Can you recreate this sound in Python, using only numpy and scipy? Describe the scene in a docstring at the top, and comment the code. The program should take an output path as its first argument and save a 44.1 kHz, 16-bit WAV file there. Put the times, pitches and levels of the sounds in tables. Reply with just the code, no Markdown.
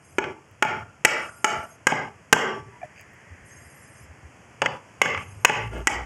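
"""Hammering nails into a chair seat

A claw hammer drives nails into the board seat of a chair in an open workshop. Each blow is a tick and
rough contact that ring seat, hammer head and frame, with a crack of noise and a decaying-noise shed echo.
Ringing touches make loose nails jingle; grains make scrapes; shaped noise and sines make yard, wind and hum.
The recorder overloads on the blows, ducks its gain and lets it rise again while the echo dies."""
import sys
import numpy as np
from scipy import signal
from scipy.fft import rfft, irfft
from scipy.io import wavfile
from scipy.ndimage import uniform_filter1d

SR = 44100
rng = np.random.default_rng(int(sys.argv[2]) if len(sys.argv) > 2 else 0)


def inscribe(sig):
    """Save sig as 16-bit PCM at rate SR to the path in sys.argv[1].

    A 1-D sig is mono; a 2-D sig holds one channel per row.
    Samples are clipped to [-1, 1] before scaling.
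    """
    pcm = np.round(np.clip(np.atleast_2d(sig).T, -1, 1) * 32767)
    wavfile.write(sys.argv[1], SR, pcm.astype(np.int16))


N = 266805  # length in samples

# Hammer blows; strength_db scales the whole blow, the other levels are relative parts of it:
# start_s, strength_db, pitch_hz (nail and board), body_db (wood), crack_db, steel_db, thud_hz, thud_db,
# main_mode_db, frame_hz, frame_db, low_frame_hz, low_frame_db, boom_db, echo_db
HAMMER_BLOWS = [(.1835, 3, 1463, 11, -1, -14, 383, 4.5, 11.5, 865, -4, 407, -7, -18, -5.5),
                (.624, 8.5, 1420, 14, 2.5, -8.5, 388, -4, 8.5, 1377, 0, 690, -8.5, -26, 0.5),
                (1.049, 21.5, 1993, 12, 12.5, -41, 351, -9.5, 9.5, 1396, -6, 648, -16, -22.5, -2),
                (1.444, 13, 1344, 4.5, 6.5, -14, 410, -9, 6.5, 1420, -6.5, 666, -7, -34, 3),
                (1.869, 16, 1635, 8, 6.5, -16, 518, -11, -1.5, 1140, -16, 830, -16, -19, 0.5),
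                (2.327, 29.5, 1570, 11, 10, -10.5, 448, -4, 2, 393, -10.5, 680, -21, -15, -4),
                (4.618, -4.5, 1790, 21.5, 8, -31, 548, 4, 13, 970, 5.5, 520, -8, -13, -1.5),
                (4.659, 4.5, 2090, 11.5, -3, -46, 535, -8.5, 5, 2380, -48, 1040, -29, -15.5, -41),
                (5.016, 14.5, 2150, -8, 5, -30, 510, -46, -8, 1175, -12, 2680, -9, -22.5, 0.5),
                (5.448, 26, 2590, 11.5, 9.5, -43, 494, -16, -13, 2050, -13.5, 2730, -20, -29, -7.5),
                (5.871, 12, 1980, 1, 11, -46, 382, -31, -7, 810, -4, 490, -19, -45, -4)]
# The head bounces back on to the wood after a blow:
# start_s, strength_db, pitch_hz, body_db, crack_db, thud_db, main_mode_db
HEAD_REBOUNDS = [(0.24, -13, 1520, 1, -10, -16, 0), (.650, 0.5, 840, 2, -8, -20, 0),
                 (1.921, 8, 820, -5, -21, -13, 0.5), (2.364, 10, 894, 3, -19, -10, 8),
                 (4.625, -3.5, 575, 5, -10, -6.5, -6), (5.057, 1.5, 1730, 5, -4, -27, 8),
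                 (5.147, -19, 1134, 22, -10, -20, -4), (5.175, -16.5, 1200, 15.5, -5, -17, -12),
                 (5.496, 8, 824, 13.5, -2, 0, 5.5), (5.899, -13.5, 860, 9, 7, -6, -1)]
REBOUND_STEEL_DB, REBOUND_FRAME_DB, REBOUND_BOOM_DB, REBOUND_ECHO_DB = -45, -16, -7, -3
REBOUND_THUD_HZ = 435
# Modes of the seat boards: mode_hz, level_db (relative), t60_s
SEAT_MODES = [(403, -22, 0.27), (472, -20, 0.047), (636, 12, 0.036), (858.6, 14, 0.051), (1155, -13, 0.49),
              (1400, -15, 0.026), (1658, 13, 0.037), (2106, 22, 0.016), (2575, 16, 0.022),
              (2840, 23, 0.011), (3000, -40, 0.026)]
MAIN_MODE = 3  # row of the seat modes that takes main_mode_db
# Modes of the hammer head and handle: mode_hz, level_db (relative), t60_s
HEAD_MODES = [(868.8, -35, 0.45), (2370, -46, .4), (6480, -13.5, 0.017), (11390, -55, .06),
              (14300, -34, 0.06), (5480, -47, 0.45)]
# Boom of the whole chair: mode_hz, level_db (relative), t60_s
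CHAIR_BOOM = [(123.8, -4, 0.23), (155, 0, 0.096), (223, -7, 0.1), (266.4, -9.5, .12)]
CONTACT_DB = -10  # how hard a contact drives a mode
THUD_T60_S, KNOCK_LONGEST_S = 0.041, 0.035  # ring of the low thud; longest t60 of the knock
KNOCK_ECHO_DB = 0.5  # extra level of the pitched knock in the echo send
FRAME_T60_S, FRAME_RING_CYCLES = 0.45, 28.0  # how long the frame is shaken; its ring in cycles
RATTLE_ROUGH_DB = 3.5  # RMS unevenness of the frame's rattle

# Echo of the shed: centre_hz, t60_s
SHED_DECAY = [(100, 0.28), (500, 0.28), (2000, 0.25), (5000, 0.24), (9000, 0.11), (15000, 0.21)]
SHED_DB = -17

# Hammer laid on the seat: start_s, strength_db, brightness_db (per octave)
HAMMER_SET_DOWN = [(2.815, -41, 9.5), (2.829, -29, 3)]
# Modes of the hammer resting on the damped seat: mode_hz, level_db (relative), t60_s
RESTING_MODES = [(613, -6.5, 0.12), (710, 7, 0.04), (1750, -8.5, 0.026), (2350, -9, 0.021)]
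SET_DOWN_CONTACT_S = 0.0035

# Hammer face dragged over the board: peak_s, peak_db, rise_s, fall_s
FACE_DRAG = [(2.968, -53.5, 0.012, 0.029), (3.006, -51.5, 0.02, 0.021)]
# Chair shifted on the ground: peak_s, peak_db, rise_s, fall_s
CHAIR_SHIFT = [(5.73, -38, 0.015, 0.03), (5.77, -39, 0.02, 0.03), (5.81, -43, 0.02, 0.025)]
# Dry ticks close to the microphone: start_s, level_db (click before its filter)
CLOSE_TICKS = [(0.513, -40), (2.9911, -47), (3.0115, -28.5), (3.03, -48), (3.1353, -44), (3.1414, -42),
               (3.1544, -64)]

# Modes of the loose nails: mode_hz (of the onset ring), level_db (relative), t60_s
NAIL_MODES = [(4900, -5, .08), (5050, -6, .08), (5280, -6, .08), (6070, -7, .08), (6470, -1, .1),
              (7070, -8, .07), (7270, -7, .07), (7630, -2, .08), (8380, -6, .07), (8600, 0, .1),
              (9230, -2, .08), (9370, -6, .07), (9710, -3, .08), (9975, 0, .1), (10760, -1, .08),
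              (11270, -5, .07), (11370, -2, .1)]
# Jingling spells: start_s, end_s, level_db
JINGLE_SPELLS = [(0, 0.185, -62.5), (1.15, 1.435, -57.5), (1.503, 1.757, -60), (3.435, 4.053, -59.5),
                 (5.155, 5.455, -62.5), (5.596, 5.886, -68)]

# Faint narrow tones that swell and stop: peak_s, peak_db, rise_s, fall_s, pitch_hz
TONE_SWELLS = [(1.4, -54, 0.029, 0.019, 1400), (2.78, -52, 0.048, 0.016, 970),
               (0.393, -53.5, 0.066, 0.018, 330)]

# Gusts on the microphone, on top of the steady breeze: peak_s, peak_db, rise_s, fall_s
WIND_GUSTS = [(.27, -48.5, 0.12, 0.042), (.77, -47, 0.11, 0.1), (1.58, -46, 0.064, 0.03),
              (2.04, -58, 0.11, 0.015), (2.62, -49.5, 0.048, 0.1), (4.7, -50, 0.035, 0.027),
              (5.12, -52, 0.11, 0.082), (5.38, -54, 0.13, 0.089), (5.7, -46.5, 0.3, 0.66)]
BREEZE_DB = -59.5
# Gusts that thump the microphone: start_s, peak_db, pitch_hz
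WIND_THUMPS = [(3.31, -39, 85), (3.409, -50, 61.9), (3.574, -50.5, 84.5), (3.659, -44.5, 83),
               (4.025, -46, 79), (4.091, -42, 74.4), (4.242, -41.5, 73.4), (5.169, -34, 96)]
# Low hums: peak_s, peak_db, rise_s, fall_s, pitch_hz
LOW_HUM = [(5.81, -37, 0.19, 0.05, 58), (5.98, -38, .06, .08, 60), (5.68, -39, .12, .07, 112),
           (5.36, -45, .1, .07, 97)]
HUM_WIDTH_HZ = 6.0  # twice the RMS wander of its pitch
# A far hiss near 1.8 kHz: peak_s, peak_db, rise_s, fall_s
HISS_SWELL = [(3.3, -56, 0.8, 0.98)]
# Yard noise level over time: time_s, level_db
YARD_LEVEL = [(0.0, -57.5), (6.05, -52.5)]
# Yard noise colour: frequency_hz, density_db (relative, per Hz)
YARD_COLOUR = [(60, -8), (120, 14.5), (300, 10.5), (800, 8.5), (1750, 5), (2500, 4.5), (3200, -1.5),
               (5000, -7), (8000, -11.5), (11000, -16), (13000, -32), (16000, -45)]

CUTOFF_HZ = 17000  # the recorder's top cut


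def blows(rows, ring_db, cycles):
    """A tick and a few ms of rough contact ring wood and steel; returns near sound and echo send."""
    out = np.zeros((2, N + SR))
    t = np.arange(SR // 2) / SR
    # steel meets steel over a fraction of a ms
    tick = np.where(t < 0.0004, np.sin(np.pi * t / 0.0004) ** 2, 0)
    tick /= tick.sum()
    for (s, strength_db, hz, body_db, crack_db, steel_db, thud_hz, thud_db, main_db,
         frame_hz, frame_db, low_hz, low_db, boom_db, echo_db) in rows:
        rough = rng.standard_normal((2, len(t))) * np.exp(-t / 0.0021) * (1 - np.exp(-t / 0.0052))
        rough /= np.sqrt(np.sum(rough[0] ** 2))
        contact = 0.097 * tick + 0.36 * band(rough[0], 330, 4400)

        knock = strike(contact, hz, min(cycles / hz, KNOCK_LONGEST_S))
        thud = amp(thud_db) * strike(tick, thud_hz, THUD_T60_S)
        body = rms_one(band(band(rough[1], 920, 2870), 480, 3320)) / np.sqrt(len(t))
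        crack = amp(crack_db) * band(rough[1], 5230, 8640)
        seat = seat_ring(contact, hz, ring_db, main_db)
        steel = sum(amp(steel_db + db) * ring(rough[0], mode_hz, t60) for mode_hz, db, t60 in HEAD_MODES)
        boom = sum(amp(db) * strike(tick, mode_hz, t60) for mode_hz, db, t60 in CHAIR_BOOM)
        hit = thud + amp(body_db) * body + seat + crack + steel + amp(boom_db) * boom
        frame = amp(frame_db) * rattle(t, frame_hz) + amp(low_db) * rattle(t, low_hz)

        near = knock + hit + frame
        far = amp(echo_db) * (amp(KNOCK_ECHO_DB) * knock + hit)
        at = round(s * SR)
        out[:, at:at + len(t)] += amp(strength_db) * np.array([near, far])
    return signal.sosfilt(signal.butter(3, 190, "high", fs=SR, output="sos"), out[:, :N])


def rebounds():
    """Rows for the head's bounces, laid out like blows; the lower rattle is an octave down."""
    return [(s, db, hz, body_db, crack_db, REBOUND_STEEL_DB, REBOUND_THUD_HZ, thud_db, main_db,
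             hz, REBOUND_FRAME_DB, hz / 2, REBOUND_FRAME_DB, REBOUND_BOOM_DB, REBOUND_ECHO_DB)
            for s, db, hz, body_db, crack_db, thud_db, main_db in HEAD_REBOUNDS]


def seat_ring(contact, hz, ring_db, main_db):
    """Seat modes ring under the contact; those far from the blow's pitch are barely driven."""
    out = 0
    for k, (mode_hz, mode_db, t60) in enumerate(SEAT_MODES):
        near_db = -7 * abs(np.log2(mode_hz / hz))
        level_db = ring_db + mode_db + near_db + main_db * (k == MAIN_MODE) + rng.normal(0, 1.0)
        out = out + amp(level_db) * strike(contact, mode_hz, t60)
    return out


def strike(contact, hz, t60):
    """One mode rung by a contact, with an energy that does not hang on the contact's chance colour."""
    energy = t60 * SR / (4 * np.log(1000))  # of a decaying sine of height 1
    return amp(CONTACT_DB) * rms_one(ring(contact, hz, t60)) * np.sqrt(energy / len(contact))


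def rattle(t, hz):
    """The shaken frame rattles unevenly in one resonance; unit energy."""
    uneven = amp(RATTLE_ROUGH_DB * rms_one(band(rng.standard_normal(len(t)), 8.5, 74)))
    envelope = amp(-60 * t / FRAME_T60_S) * (1 - np.exp(-t / 0.0047))
    shake = uneven * rng.standard_normal(len(t)) * envelope
    return rms_one(ring(shake, hz, FRAME_RING_CYCLES / hz)) / np.sqrt(len(t))


def shed(x):
    """Dense echo: noise that builds up over tens of ms and dies at its own rate in each half octave."""
    t = np.arange(int(0.8 * SR)) / SR
    edges = 60 * 2 ** np.arange(0, 8.4, 0.5)
    echo = 0
    for low, high in zip(edges, edges[1:]):
        t60 = at_hz(SHED_DECAY, np.sqrt(low * high))
        echo = echo + band(rng.standard_normal(len(t)), low, high) * amp(-60 * t / t60)
    echo *= 1 - np.exp(-t / 0.07)
    return signal.fftconvolve(x, echo / np.sqrt(np.sum(echo ** 2)))[:N]


def set_down():
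    """Each mode of the resting hammer swells over the soft contact, then dies."""
    out = 0
    for s, strength_db, bright_db in HAMMER_SET_DOWN:
        t = np.maximum(np.arange(N) / SR - s, 0)
        onset = np.minimum(t / SET_DOWN_CONTACT_S, 1)
        for hz, db, t60 in RESTING_MODES:
            tilt_db = bright_db * np.log2(hz / RESTING_MODES[1][0])
            level = amp(strength_db + db + tilt_db - 60 * t / t60)
            out = out + level * onset * np.sin(2 * np.pi * hz * t + rng.uniform(0, 2 * np.pi))
    return out


def grains(per_s):
    """Random impulses of random height, so many a second on average."""
    return rng.standard_normal(N) * (rng.random(N) < per_s / SR)


def drag():
    """Dense grains excite the steel as the hammer face drags over the board."""
    g = grains(900)
    steel = band(g, 2030, 2700) * 2.6 + ring(g, 4770, 0.016) * 0.032 + ring(g, 6500, 0.009) * 0.019
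    return swell(FACE_DRAG) * rms_one(steel)


def chair_shift():
    """Denser grains ring the seat as the chair shifts, its lower modes strongest."""
    g = grains(3000)
    seat = sum((600 / hz) ** 0.8 * ring(g, hz, 0.035) for hz, _, _ in SEAT_MODES)
    return swell(CHAIR_SHIFT) * rms_one(seat)


def close_ticks():
    """Single clicks, band-passed and left dry."""
    ticks = np.zeros(N)
    for s, db in CLOSE_TICKS:
        ticks[round(s * SR)] = amp(db)
    return band(ticks, 7200, 16000)


def jingle():
    """Nails touch densely at random; each touch swells and fades in one mode, over a haze of high noise."""
    t, out = np.arange(N) / SR, 0
    level = sum(amp(db) * np.clip(np.minimum(t - start, end - t) / 0.02, 0, 1)
                for start, end, db in JINGLE_SPELLS)
    for hz, mode_db, t60 in NAIL_MODES:
        touches = (rng.random(N) < 70.0 / SR) * amp(rng.normal(-5, 3.5, N)) * rng.choice([-1, 1], N)
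        # a short first ring softens the onset; the second is tuned slightly sharp of it
        soft = ring(level * touches, hz, 0.03) * 15 / (0.03 * SR)
        out = out + amp(mode_db) * ring(soft, hz * 1.002, t60)
    haze = uniform_filter1d(level, size=2000) * rms_one(band(rng.standard_normal(N), 8400, 8700))
    return out + amp(-11) * haze


def faint_tones():
    """Narrow noise at each pitch under its swell."""
    return sum(swell([row]) * rms_one(ring(rng.standard_normal(N), hz, 0.21)) for *row, hz in TONE_SWELLS)


def wind():
    """Lumpy low rumble: a steady breeze plus gusts."""
    lumps = amp(3.3 * rms_one(band(rng.standard_normal(N), 17, 19)))
    rumble = rms_one(band(lumps * rng.standard_normal(N), 72.5, 142))
    return rumble * (amp(BREEZE_DB) + swell(WIND_GUSTS))


def thumps():
    """Single soft thumps: low sines under short bells that peak 15 ms after the start."""
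    t = np.arange(N) / SR
    return sum(amp(db) * np.exp(-((t - s - 0.015) / 0.018) ** 2) * np.sin(2 * np.pi * hz * (t - s))
               for s, db, hz in WIND_THUMPS)


def hum():
    """Low sines whose pitch wanders together, each under its swell."""
    t = np.arange(N) / SR
    waver = np.cumsum(HUM_WIDTH_HZ / 2 * rms_one(band(rng.standard_normal(N), 2.5, 11))) / SR
    return sum(swell([row]) * np.sqrt(2) * np.sin(2 * np.pi * (hz * t + waver)) for *row, hz in LOW_HUM)


def yard():
    """Smooth far noise shaped by its colour, with a narrow far hiss."""
    hz = np.maximum(np.fft.rfftfreq(N, 1 / SR), 1)
    far = rms_one(irfft(rfft(rng.standard_normal(N)) * amp(at_hz(YARD_COLOUR, hz)), N))
    hiss = rms_one(band(rng.standard_normal(N), 1595, 2130))
    return amp(curve(YARD_LEVEL)) * far + swell(HISS_SWELL) * hiss


def amp(db):
    """Decibels to amplitude factor."""
    return 10 ** (np.asarray(db) / 20)


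def rms_one(x):
    """Scale to an RMS of one."""
    return x / np.sqrt(np.mean(x ** 2) + 1e-20)


def curve(rows):
    """Level in dB at every sample; silent outside the rows."""
    s, level = np.transpose(rows)
    return np.interp(np.arange(N) / SR, s, level, left=-150, right=-150)


def swell(rows):
    """Sum of bell-shaped gains, each with its own rise and fall."""
    t = np.arange(N) / SR
    return sum(amp(db) * np.exp(-((t - s) / np.where(t < s, rise_s, fall_s)) ** 2)
               for s, db, rise_s, fall_s in rows)


def at_hz(points, hz):
    """Read a table at a frequency, along a logarithmic frequency axis."""
    table_hz, value = np.transpose(points)
    return np.interp(np.log(hz), np.log(table_hz), value)


def ring(clicks, hz, t60):
    """A resonator: a unit click sets a decaying sine of height 1 ringing."""
    r, w = amp(-60 / (t60 * SR)), 2 * np.pi * hz / SR
    return signal.lfilter([0, np.sin(w)], [1, -2 * r * np.cos(w), r * r], clicks + 1e-18)


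def band(x, low_hz, high_hz):
    """Band-pass filter."""
    return signal.sosfilt(signal.butter(2, [low_hz, high_hz], "band", fs=SR, output="sos"), x)


def bell(x, hz, width_hz, gain_db):
    """Bell equaliser: a peak or notch of the given gain."""
    a, w = amp(gain_db / 2), 2 * np.pi * hz / SR
    q = np.sin(w) * width_hz / hz / 2
    middle = -2 * np.cos(w)
    return signal.lfilter([1 + q * a, middle, 1 - q * a], [1 + q / a, middle, 1 - q / a], x)


def smooth(x, time_s):
    """One-pole smoothing with the given time constant."""
    r = np.exp(-1 / (time_s * SR))
    return signal.lfilter([1 - r], [1, -r], x)


def gain_control(x, threshold_db, share, release_db_s, attack_s, sense_s):
    """Gain falls by a share of the level above the threshold, a little late, and climbs back steadily."""
    level = 10 * np.log10(smooth(x ** 2, sense_s) + 1e-12)
    climb = release_db_s * np.arange(N) / SR
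    cut = np.clip(share, 0, 1) * np.maximum(level - threshold_db, 0)
    cut = np.maximum.accumulate(cut + climb) - climb
    return x * amp(-smooth(cut, attack_s))


def suppressor(x, floor_db, span_db, depth_db, sense_s):
    """Louder sound is lifted against sound near the noise floor, so tails end abruptly."""
    level = 10 * np.log10(smooth(band(x, 300, 3300) ** 2, sense_s) + 1e-12)
    return x * amp(depth_db * np.clip((level - floor_db) / span_db, 0, 1))


def scene():
    """Blows and their echo in front, small handling sounds, then wind and yard behind."""
    near, far = blows(list(HAMMER_BLOWS) + rebounds(), ring_db=-19.5, cycles=53.0)
    hammering = near + amp(SHED_DB) * shed(far)
    handling = set_down() + drag() + chair_shift() + close_ticks() + jingle()
    background = faint_tones() + wind() + thumps() + hum() + yard()
    return (hammering + handling + background)[None]


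def record(dry):
    """Microphone port tone, two gain controls, noise suppressor, overload, bass and top cut."""
    # the port has a deep dip at 4 kHz and a peak above
    dip = signal.sosfilt(signal.butter(2, [3250, 4700], "stop", fs=SR, output="sos"), dry[0])
    x = bell(dip + amp(-15.5) * dry[0], 6770, 1300, 6.8)
    # a quick gain control, then a slower one
    x = gain_control(x, threshold_db=-34.5, share=0.42, release_db_s=877, attack_s=0.0001, sense_s=0.000067)
    x = gain_control(x, threshold_db=-28.5, share=0.73, release_db_s=332.5, attack_s=0.016, sense_s=0.0078)
    x = suppressor(x, floor_db=-43.0, span_db=1.5, depth_db=4.0, sense_s=0.013)
    x = x / (1 + np.abs(x / 0.63) ** 6) ** (1 / 6)  # overload rounds peaks off towards 0.63
    x = signal.sosfilt(signal.butter(2, 38, "high", fs=SR, output="sos"), x)
    return signal.sosfilt(signal.cheby2(12, 60, CUTOFF_HZ, fs=SR, output="sos"), x)[None]


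dry = scene()
out = record(dry)
inscribe(out)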